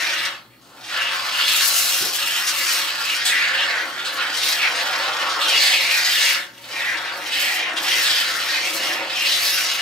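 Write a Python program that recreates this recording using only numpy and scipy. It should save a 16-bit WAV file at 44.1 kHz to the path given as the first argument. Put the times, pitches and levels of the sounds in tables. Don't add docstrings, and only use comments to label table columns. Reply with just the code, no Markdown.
import sys
import numpy as np
from scipy import signal
from scipy.fft import rfft, irfft, next_fast_len
from scipy.io import wavfile
from scipy.ndimage import uniform_filter1d

SR = 44100
rng = np.random.default_rng(int(sys.argv[2]) if len(sys.argv) > 2 else 0)


def waveform_to_disk(signal):
    frames = np.transpose(np.atleast_2d(signal))
    scaled = np.clip(frames, -1, 1) * 32767
    samples = np.round(scaled).astype(np.int16)
    wavfile.write(sys.argv[1], SR, samples)


N = 432621
TIME = np.arange(N) / SR


def gain_of(db):
    return 10 ** (np.asarray(db) / 20)


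def unit_rms(x):
    return x / np.sqrt(np.mean(x ** 2) + 1e-20)


def curve_at(points, hz):
    point_hz, value = np.transpose(points)
    return np.interp(np.log(hz + 1), np.log(point_hz + 1), value)


def filtered(x, response):
    size = next_fast_len(N + 4096)
    return irfft(rfft(x, size) * response(np.fft.rfftfreq(size, 1 / SR)), size)[..., :N]


def coloured(x, spectrum):
    return unit_rms(filtered(x, lambda hz: gain_of(curve_at(spectrum, hz))))


def wander(rate_hz):
    coarse = TIME[::32]
    hz = np.fft.rfftfreq(len(coarse), coarse[1])
    slow = rfft(rng.standard_normal(len(coarse))) / (1 + (hz / rate_hz) ** 4)
    return np.interp(TIME, coarse, unit_rms(irfft(slow, len(coarse))))


def resonate(x, hz, width_hz):
    turn = np.exp(2j * np.pi * np.cumsum(hz * np.ones(len(x))) / SR)
    pole = np.exp(-np.pi * np.mean(width_hz) / SR)
    return 2 * (turn * signal.lfilter([1 - pole], [1, -pole], x / turn + 1e-18)).real


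def ring(x, hz, width_hz):
    return unit_rms(resonate(resonate(x, hz, width_hz), hz, width_hz))


def pops(per_s, spread_db, clump_db):
    size = gain_of(spread_db * np.minimum(rng.exponential(1, N), 3.8))
    clicks = size * rng.choice([-1., 1.], N) * (rng.random(N) < per_s / SR)
    return unit_rms(clicks * gain_of(clump_db * np.tanh(wander(42))))


def swell(peak_s, rise_s, fall_s):
    return np.exp(-((TIME - peak_s) / np.where(TIME < peak_s, rise_s, fall_s)) ** 2)


def burst(age_s, length_s, rise_s):
    return (1 - np.exp(-age_s / rise_s)) / (1 + (age_s / length_s) ** 4)


def glided(x, glide_s=0.12):
    smooth = uniform_filter1d(x[::32], size=round(glide_s * SR / 32), mode="nearest")
    return np.interp(TIME, TIME[::32], smooth)


# freq_hz, coherence
ROOM_COHERENCE = [(650, 0.85), (1400, 0.39), (5000, 0.013)]
def diffuse(pair):
    mid = filtered(pair[0], lambda hz: np.sqrt((1 + curve_at(ROOM_COHERENCE, hz)) / 2))
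    side = filtered(pair[1], lambda hz: np.sqrt((1 - curve_at(ROOM_COHERENCE, hz)) / 2))
    return np.array([mid + side, mid - side])


# pitch_hz, level_db
MAINS_HUM = [(60, -72.5), (120, -63.5)]
def room_tone():
    hum = sum(np.sqrt(2) * gain_of(db) * np.sin(2 * np.pi * hz * TIME + 0.52 * wander(8.6))
              for hz, db in MAINS_HUM)
    air_spectrum = [(25, -40), (49, -24), (86, -30), (118, -5), (150, -12.5), (285, -7.5),
                    (1910, -51), (15000, -26.5)]
    return gain_of(-54.5) * coloured(diffuse(rng.standard_normal((2, N))), air_spectrum) + hum


# freq_hz, t60_s
ROOM_DECAY = [(200, 0.72), (1500, 0.37), (5000, 0.093), (15000, 0.16)]
def echoes():
    taps = rng.choice([-1., 1.], (2, SR // 2)) * (rng.random((2, SR // 2)) < 4000 / SR)
    hz, t, bands = signal.stft(taps, SR, nperseg=256)
    near = 1 + 0.78 * np.exp(-t / 0.026)
    decay = gain_of(-60 * t / curve_at(ROOM_DECAY, hz)[:, None])
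    tail = signal.istft(bands * near * decay, SR, nperseg=256)[1]
    return tail / np.linalg.norm(tail, axis=1, keepdims=True)


# pitch_hz, width_hz, gain_db
BENCH_HOLLOWS = [(353, 54, 5.5), (540, 79, 6.5), (664, 41, -1), (687, 21, 6.5), (739, 32, 4), (890, 21, 5),
                 (1022, 62, -6), (1073, 75, 4.5), (1724, 45, 2), (2840, 23, 3.5)]
# freq_hz, left_lead_rad
ARRIVAL_PHASE = [(500, 0.15), (2500, 0.86), (4300, 0.7), (8000, 1), (10000, -1.74)]
# freq_hz, level_db
REFLECTIONS = [(250, -8.5), (800, 1.5), (1600, -1.5), (7000, 1.5)]
def workshop(x):
    x = x + sum((gain_of(db) - 1) * resonate(x, hz, width) for hz, width, db in BENCH_HOLLOWS)
    places = np.array([wander(5.62) for _ in range(3)])
    places /= np.linalg.norm(places, axis=0)
    wet = sum(signal.oaconvolve((x * share)[None], echoes(), axes=1)[:, :N] for share in places)
    direct = filtered(x, lambda hz: np.exp(.5j * np.outer([1, -1], curve_at(ARRIVAL_PHASE, hz))))
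    return direct + filtered(diffuse(wet), lambda hz: gain_of(curve_at(REFLECTIONS, hz)))


# pitch_hz, width_hz, gain_db
FOAM_SKINS = [(1940, 280, 8), (3280, 500, 1), (4270, 300, 18)]
def settling_foam():
    ticks = coloured(pops(per_s=960, spread_db=-1, clump_db=-2), SPUTTER_SPECTRUM)
    skins = sum(gain_of(db) * resonate(ticks, hz, width) for hz, width, db in FOAM_SKINS)
    return gain_of(-60.5) * unit_rms(ticks + skins)


# start_s, level_db, length_s
BOX_BUMPS = [(2.005, -38, 0.067)]
# freq_hz, level_db
THUD_SPECTRUM = [(30, -20), (130, 2), (450, 5), (900, -6), (3000, -35)]
def box_bump():
    push = sum(gain_of(db) * burst(np.maximum(TIME - start_s, 0), length_s, rise_s=0.0025)
               for start_s, db, length_s in BOX_BUMPS)
    return push * coloured(rng.standard_normal(N), THUD_SPECTRUM)


# start_s, level_db, pitch_hz
LARGE_BUBBLES = [(3.855, -20, 1720), (4.223, -19.5, 1540), (6.579, -32, 3240), (6.643, -31, 3160),
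                 (7.055, -25, 2360)]
def large_bubbles(ring_s=0.0021):
    snap, out = rng.standard_normal(N), np.zeros(N)
    for start_s, db, hz in LARGE_BUBBLES:
        at = np.flatnonzero((TIME >= start_s) & (TIME < start_s + 10 * ring_s))
        hollow = unit_rms(resonate(snap[at], hz, .5 * hz))
        out[at] += gain_of(db) * burst(TIME[at] - start_s, ring_s, rise_s=.0006) * hollow
    return out


# start_s, level_db, length_s, skin_pitch_hz, ring_db (against the spurt)
GAS_SLUGS = [(0.248, -25, .014, 4500, 0), (0.5, -61, .06, 2100, 8), (0.61, -53, 0.21, 4300, -22),
             (0.83, -42.5, 0.13, 5300, -3), (1.482, -24, 0.027, 4350, -12), (2.34, -30, .035, 3000, -1),
             (2.464, -20, 0.047, 5200, -7), (2.663, -26.5, 0.11, 5200, -8), (3.249, -18, 0.061, 3700, -7),
             (4.046, -30.5, 0.052, 3700, 2.5), (4.363, -26, .032, 3800, -7), (4.748, -31, 0.068, 3000, -4),
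             (5.29, -38, 0.052, 4340, 12.5), (5.408, -28, 0.053, 3380, 8.5), (5.479, -22, 0.028, 3400, 1),
             (5.597, -22.5, 0.16, 3600, -2), (6.203, -22, .086, 5230, -3), (6.628, -48, 0.047, 3280, 6),
             (6.967, -39.5, 0.019, 4100, 12), (7.256, -37.5, 0.011, 3300, 15),
             (7.763, -28.5, 0.032, 3220, 6), (8.055, -29, 0.065, 3600, -2), (9.093, -44, 0.033, 2650, 19)]
# freq_hz, level_db
SPIT_SPECTRUM = [(200, -37), (1500, -3), (3500, 7.5), (8000, 3), (16000, -11)]
def spits():
    gas = coloured(pops(per_s=14000, spread_db=3.2, clump_db=1.2), SPIT_SPECTRUM)
    out = np.zeros(N)
    for start_s, db, length_s, hz, ring_db in GAS_SLUGS:
        at = np.flatnonzero((TIME >= start_s) & (TIME < start_s + 4 * length_s))
        skin = gain_of(ring_db) * ring(gas[at], hz, 0.66 * hz)
        out[at] += gain_of(db) * burst(TIME[at] - start_s, length_s, rise_s=0.0032) * (gas[at] + skin)
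    return out


# let_go_s, pressed_again_s, seep_db (just before it opens)
TRIGGER_PAUSES = [(0.274, 0.949, -21), (6.359, 6.75, -26)]
def valve_db(shut_db_per_s=189, seep_db_per_s=48, open_db_per_s=144):
    drop_db = np.zeros(N)
    for let_go_s, pressed_s, seep_db in TRIGGER_PAUSES:
        shutting = shut_db_per_s * (let_go_s - TIME)
        seeping = seep_db + seep_db_per_s * (TIME - pressed_s)
        opening = open_db_per_s * (TIME - pressed_s)
        drop_db += np.minimum(0, np.max([shutting, seeping, opening], axis=0))
    return drop_db


# start_s, first_hz, last_hz, flow_db, surge_db, ring_db (against flow)
FOAM_POCKETS = [(0, 1520, 1120, -21.5, 1, -9), (.8, 1390, 1250, -23.5, 0, -11),
                (1.41, 1564, 1380, -28, 10.5, -13), (2.15, 1340, 1420, -24.5, -1, -7),
                (3.26, 1830, 1650, -26, 5, 3.5), (4.04, 1420, 1610, -26.5, 1, 2.5),
                (4.35, 1740, 1780, -26, 2.5, -8), (4.58, 1790, 1130, -25, 5, -5.5),
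                (5.489, 2040, 1680, -21.5, 4.5, -2), (6.62, 1880, 1550, -33.5, 5.5, 4.5),
                (7.27, 2080, 1670, -30.5, 7.5, 3), (7.83, 2080, 1440, -27, 9.5, -0.5),
                (8.37, 1480, 2420, -25, -0.5, 3.5), (8.68, 2030, 1780, -24.5, 1.5, -1),
                (9.12, 2100, 1530, -24, 6, -9)]
def pockets(surge_s=0.39, forming_s=0.06, forming_db=-15):
    start_s, first_hz, last_hz, flow_db, surge_db, ring_db = np.transpose(FOAM_POCKETS)
    current = np.maximum(np.searchsorted(start_s, TIME, side="right") - 1, 0)
    age_s = TIME - start_s[current]
    life_s = np.diff(start_s, append=N / SR)[current]
    pitch_hz = first_hz[current] * (last_hz / first_hz)[current] ** (age_s / life_s)
    surging_db = flow_db[current] + surge_db[current] * np.exp(-age_s / surge_s)
    ringing_db = ring_db[current] + forming_db * np.exp(-age_s / forming_s)
    return glided(pitch_hz), glided(surging_db), glided(ringing_db)


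# peak_s, rise_s, fall_s, fizz_db (against flow)
GAS_VENTS = [(0, .1, 0.049, -17), (1.87, 0.27, 0.18, 1.5), (2.72, 1, 0.19, -5), (3.12, 0.15, 0.16, -10.5),
             (4.48, 0.11, 0.085, -6), (4.9, 0.18, 0.6, -30), (5.66, 0.2, 0.086, -18),
             (6.26, 0.41, 0.1, -10), (6.82, 0.33, 0.15, -14.5), (7.5, 0.15, 0.073, -6.5),
             (8.02, 0.21, 0.29, -14), (8.85, 0.76, 0.14, -13.5), (9.45, 0.31, 0.33, -11)]
# tightest_s, closing_s, clearing_s, flow_change_db, fizz_change_db
TIP_PLUGS = [(2.97, 0.09, 0.056, -1.5, -3.5), (3.23, 0.033, 0.013, 1.5, -12), (3.91, 0.11, 0.11, -9.5, 11),
             (4.15, 0.034, 0.037, -4, 14), (7.19, 0.051, 0.062, -6.5, 17.5), (7.68, 0.039, 0.046, 0, -16),
             (7.745, .025, .012, -5, 7), (7.82, 0.076, .018, -6, 5), (9.01, 0.046, 0.18, -6.5, -5)]
def jet(pocket_flow_db, buried_fizz_db=-23, escape_share=0.31):
    flow_db = valve_db() + pocket_flow_db
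    vented = sum(gain_of(db) * swell(peak_s, rise_s, fall_s) for peak_s, rise_s, fall_s, db in GAS_VENTS)
    fizz_db = 20 * np.log10(gain_of(buried_fizz_db) + vented)
    fizz_db -= escape_share * valve_db()
    for tightest_s, closing_s, clearing_s, flow_change_db, fizz_change_db in TIP_PLUGS:
        plug = swell(tightest_s, closing_s, clearing_s)
        flow_db += flow_change_db * plug
        fizz_db += fizz_change_db * plug
    return flow_db, fizz_db


# freq_hz, level_db
FIZZ_SPECTRUM = [(800, -71), (4000, -10.5), (5300, 5.5), (6300, 4.5), (8200, 3.5), (9300, 1), (11700, 6.5),
                 (16000, -1.5)]
def fizz(flow_db, fizz_db):
    mist = np.array([pops(per_s=18000, spread_db=-3, clump_db=7) for side in range(2)])
    surge_db = 7.8 * np.tanh(wander(11))
    return gain_of(flow_db + fizz_db - 5 + surge_db) * coloured(mist, FIZZ_SPECTRUM)


# time_s, level_db, bass_lift_db
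GURGLE_CURVES = [
    [(0.114, -39, 0), (0.25, -40, 0)],
    [(.75, -26, 7), (.93, -38.5, -5), (3.18, -41.5, 1), (3.76, -34, -2), (3.94, -43, 8), (4.22, -37.5, 1.5),
     (5.0, -30, -7.5), (5.42, -31.5, -3), (5.62, -34.5, -3.5), (6.3, -38.5, -3)],
    [(6.55, -34, 8), (6.8, -39, -0.5), (7.11, -34.5, -7), (7.29, -39.5, 3.5), (7.79, -32.5, -1),
     (8.16, -40, 5), (8.55, -37.5, 2), (8.93, -32.5, 5), (9.25, -39.5, 0), (9.8, -37.5, -4)],
]
# freq_hz, level_db
GURGLE_SPECTRUM = [(50, -43), (140, -15), (230, -8), (320, 1.5), (420, -7), (510, 2), (700, 0.5),
                   (1000, 3.5), (1400, 7), (4000, -33)]
def gurgle(bass_hz=450):
    time_s, level_db, bass_lift_db = np.vstack(GURGLE_CURVES).T
    bubbles = coloured(pops(per_s=3500, spread_db=1, clump_db=-2.1), GURGLE_SPECTRUM)
    bass = filtered(bubbles, lambda hz: 1 / (1 + (hz / bass_hz) ** 6))
    bubbles += bass * (gain_of(np.interp(TIME, time_s, bass_lift_db)) - 1)
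    return gain_of(.8 * valve_db() + np.interp(TIME, time_s, level_db)) * bubbles


# start_s, length_s, start_hz, end_hz, level_db (against flow)
SQUELCHES_AND_HISS = [(0.926, 0.22, 2680, 2780, -1.5), (1.345, 0.13, 3320, 3040, -0.5),
                      (1.75, 0.44, 4140, 3900, -3.5), (2.135, 0.32, 2700, 3050, -0.5),
                      (2.99, 0.24, 2570, 2670, 0), (3.25, 0.31, 2300, 1630, -0.5),
                      (3.49, 0.19, 2900, 3000, 0.5), (4.163, 0.094, 2500, 2750, -1),
                      (4.358, .21, 3900, 4030, 3), (4.576, 0.13, 2540, 2090, 2),
                      (5.435, 0.19, 2900, 2800, -1), (5.504, 0.29, 4300, 4330, -1.5),
                      (5.835, 0.62, 4350, 5000, -4.5), (6.736, 0.32, 1950, 1850, 3.5),
                      (6.97, 0.16, 3900, 3800, -2.5), (7.258, 0.62, 2950, 2700, 0),
                      (7.805, 0.17, 2790, 3070, -2), (7.89, 0.5, 4170, 4660, -4),
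                      (8.023, 0.24, 3730, 3030, 1.5), (8.465, 0.15, 3820, 4300, 1),
                      (9.11, 0.21, 2780, 2560, -0.5), (9.216, 0.21, 3950, 3600, 0.5),
                      (9.336, 0.45, 5100, 5070, -2.5), (9.37, 0.25, 11800, 11400, -5.5)]
def squelches_and_hiss(width_share=0.35):
    drive, out = pops(per_s=3000, spread_db=2.5, clump_db=2.5), np.zeros(N)
    for start_s, length_s, start_hz, end_hz, db in SQUELCHES_AND_HISS:
        at = np.flatnonzero((TIME >= start_s) & (TIME < start_s + length_s))
        pitch_hz = np.geomspace(start_hz, end_hz, len(at))
        fade = signal.windows.tukey(len(at), .7)
        out[at] += gain_of(db) * fade * ring(drive[at], pitch_hz, width_share * pitch_hz)
    return out


def straw(x, fizz_db, pipe_hz=1362, echo=0.19, clear_db=-1):
    piped = filtered(x, lambda hz: np.sqrt(1 - echo ** 2) / (1 - echo * np.exp(-2j * np.pi * hz / pipe_hz)))
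    clear = np.minimum(1, gain_of(fizz_db - clear_db))
    return x + (piped - x) * clear


def horn(x, cutoff_hz, patchy_db):
    hz, t, bands = signal.stft(x, SR, nperseg=512)
    ratio = (hz[:, None] / np.interp(t, TIME, cutoff_hz)) ** 6
    high_pass = ratio / np.hypot(1, ratio)
    patches = rng.standard_normal(bands.shape)
    for _ in range(2):
        patches = uniform_filter1d(uniform_filter1d(patches, size=5, axis=0), size=8, axis=1)
    folds = gain_of(patchy_db * unit_rms(patches))
    return signal.istft(bands * high_pass * folds, SR, nperseg=512)[1][:N]


def pocket_ring(pitch_hz):
    drive = pops(per_s=4500, spread_db=1, clump_db=0.5)
    fundamental = unit_rms(resonate(resonate(drive, pitch_hz, 1180), pitch_hz, 1160))
    return fundamental + gain_of(-13) * ring(drive, 2 * pitch_hz, 560)


# freq_hz, level_db
SPUTTER_SPECTRUM = [(400, -1), (1000, 1), (1800, 4), (3000, 4), (4300, 1.5), (5400, -3), (7000, -14.5),
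                    (10000, -28), (16000, -45)]
def foam(flow_db, fizz_db, pocket_hz, ring_db):
    flow = gain_of(flow_db + 0.5 * wander(20.5))
    bursts = pops(per_s=6000, spread_db=3.5, clump_db=2)
    pitch_hz = pocket_hz * np.exp(0.044 * wander(7.7))
    pocket = gain_of(ring_db) * pocket_ring(pitch_hz)
    sputter = coloured(bursts, SPUTTER_SPECTRUM)
    treble = filtered(sputter, lambda hz: 1 - 1 / (1 + (hz / 3600) ** 4))
    sputter += treble * (gain_of(0.31 * (fizz_db + 18.5)) - 1)
    voiced = horn(straw(sputter, fizz_db) + pocket, .87 * pitch_hz, patchy_db=1.87)
    crackle = gain_of(fizz_db) * coloured(bursts, FIZZ_SPECTRUM)
    return flow * (voiced + squelches_and_hiss() + crackle)


def scene():
    pocket_hz, pocket_flow_db, ring_db = pockets()
    flow_db, fizz_db = jet(pocket_flow_db)
    at_tip = foam(flow_db, fizz_db, pocket_hz, ring_db) + gurgle() + spits()
    on_box = large_bubbles() + settling_foam() + box_bump()
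    return gain_of(-4) * workshop(at_tip + on_box) + fizz(flow_db, fizz_db) + room_tone()


# freq_hz, left_minus_right_db
MIC_BALANCE = [(150, 2.5), (4500, -0.5), (8000, 5.5), (12000, 3)]
def record(dry, low_cut_hz=45, ceiling=.75, top_hz=15700):
    low_cut = lambda hz: hz ** 2 / np.hypot(hz ** 2, low_cut_hz ** 2)
    balance = lambda hz: gain_of(np.outer([.5, -.5], curve_at(MIC_BALANCE, hz)))
    heard = filtered(dry, lambda hz: low_cut(hz) * balance(hz))
    rounded = heard / (1 + (heard / ceiling) ** 4) ** .25
    band_limit = signal.firwin(511, top_hz, window=("kaiser", 9), fs=SR)
    return signal.oaconvolve(rounded, band_limit[None], "same")


dry = scene()
out = record(dry)
waveform_to_disk(out)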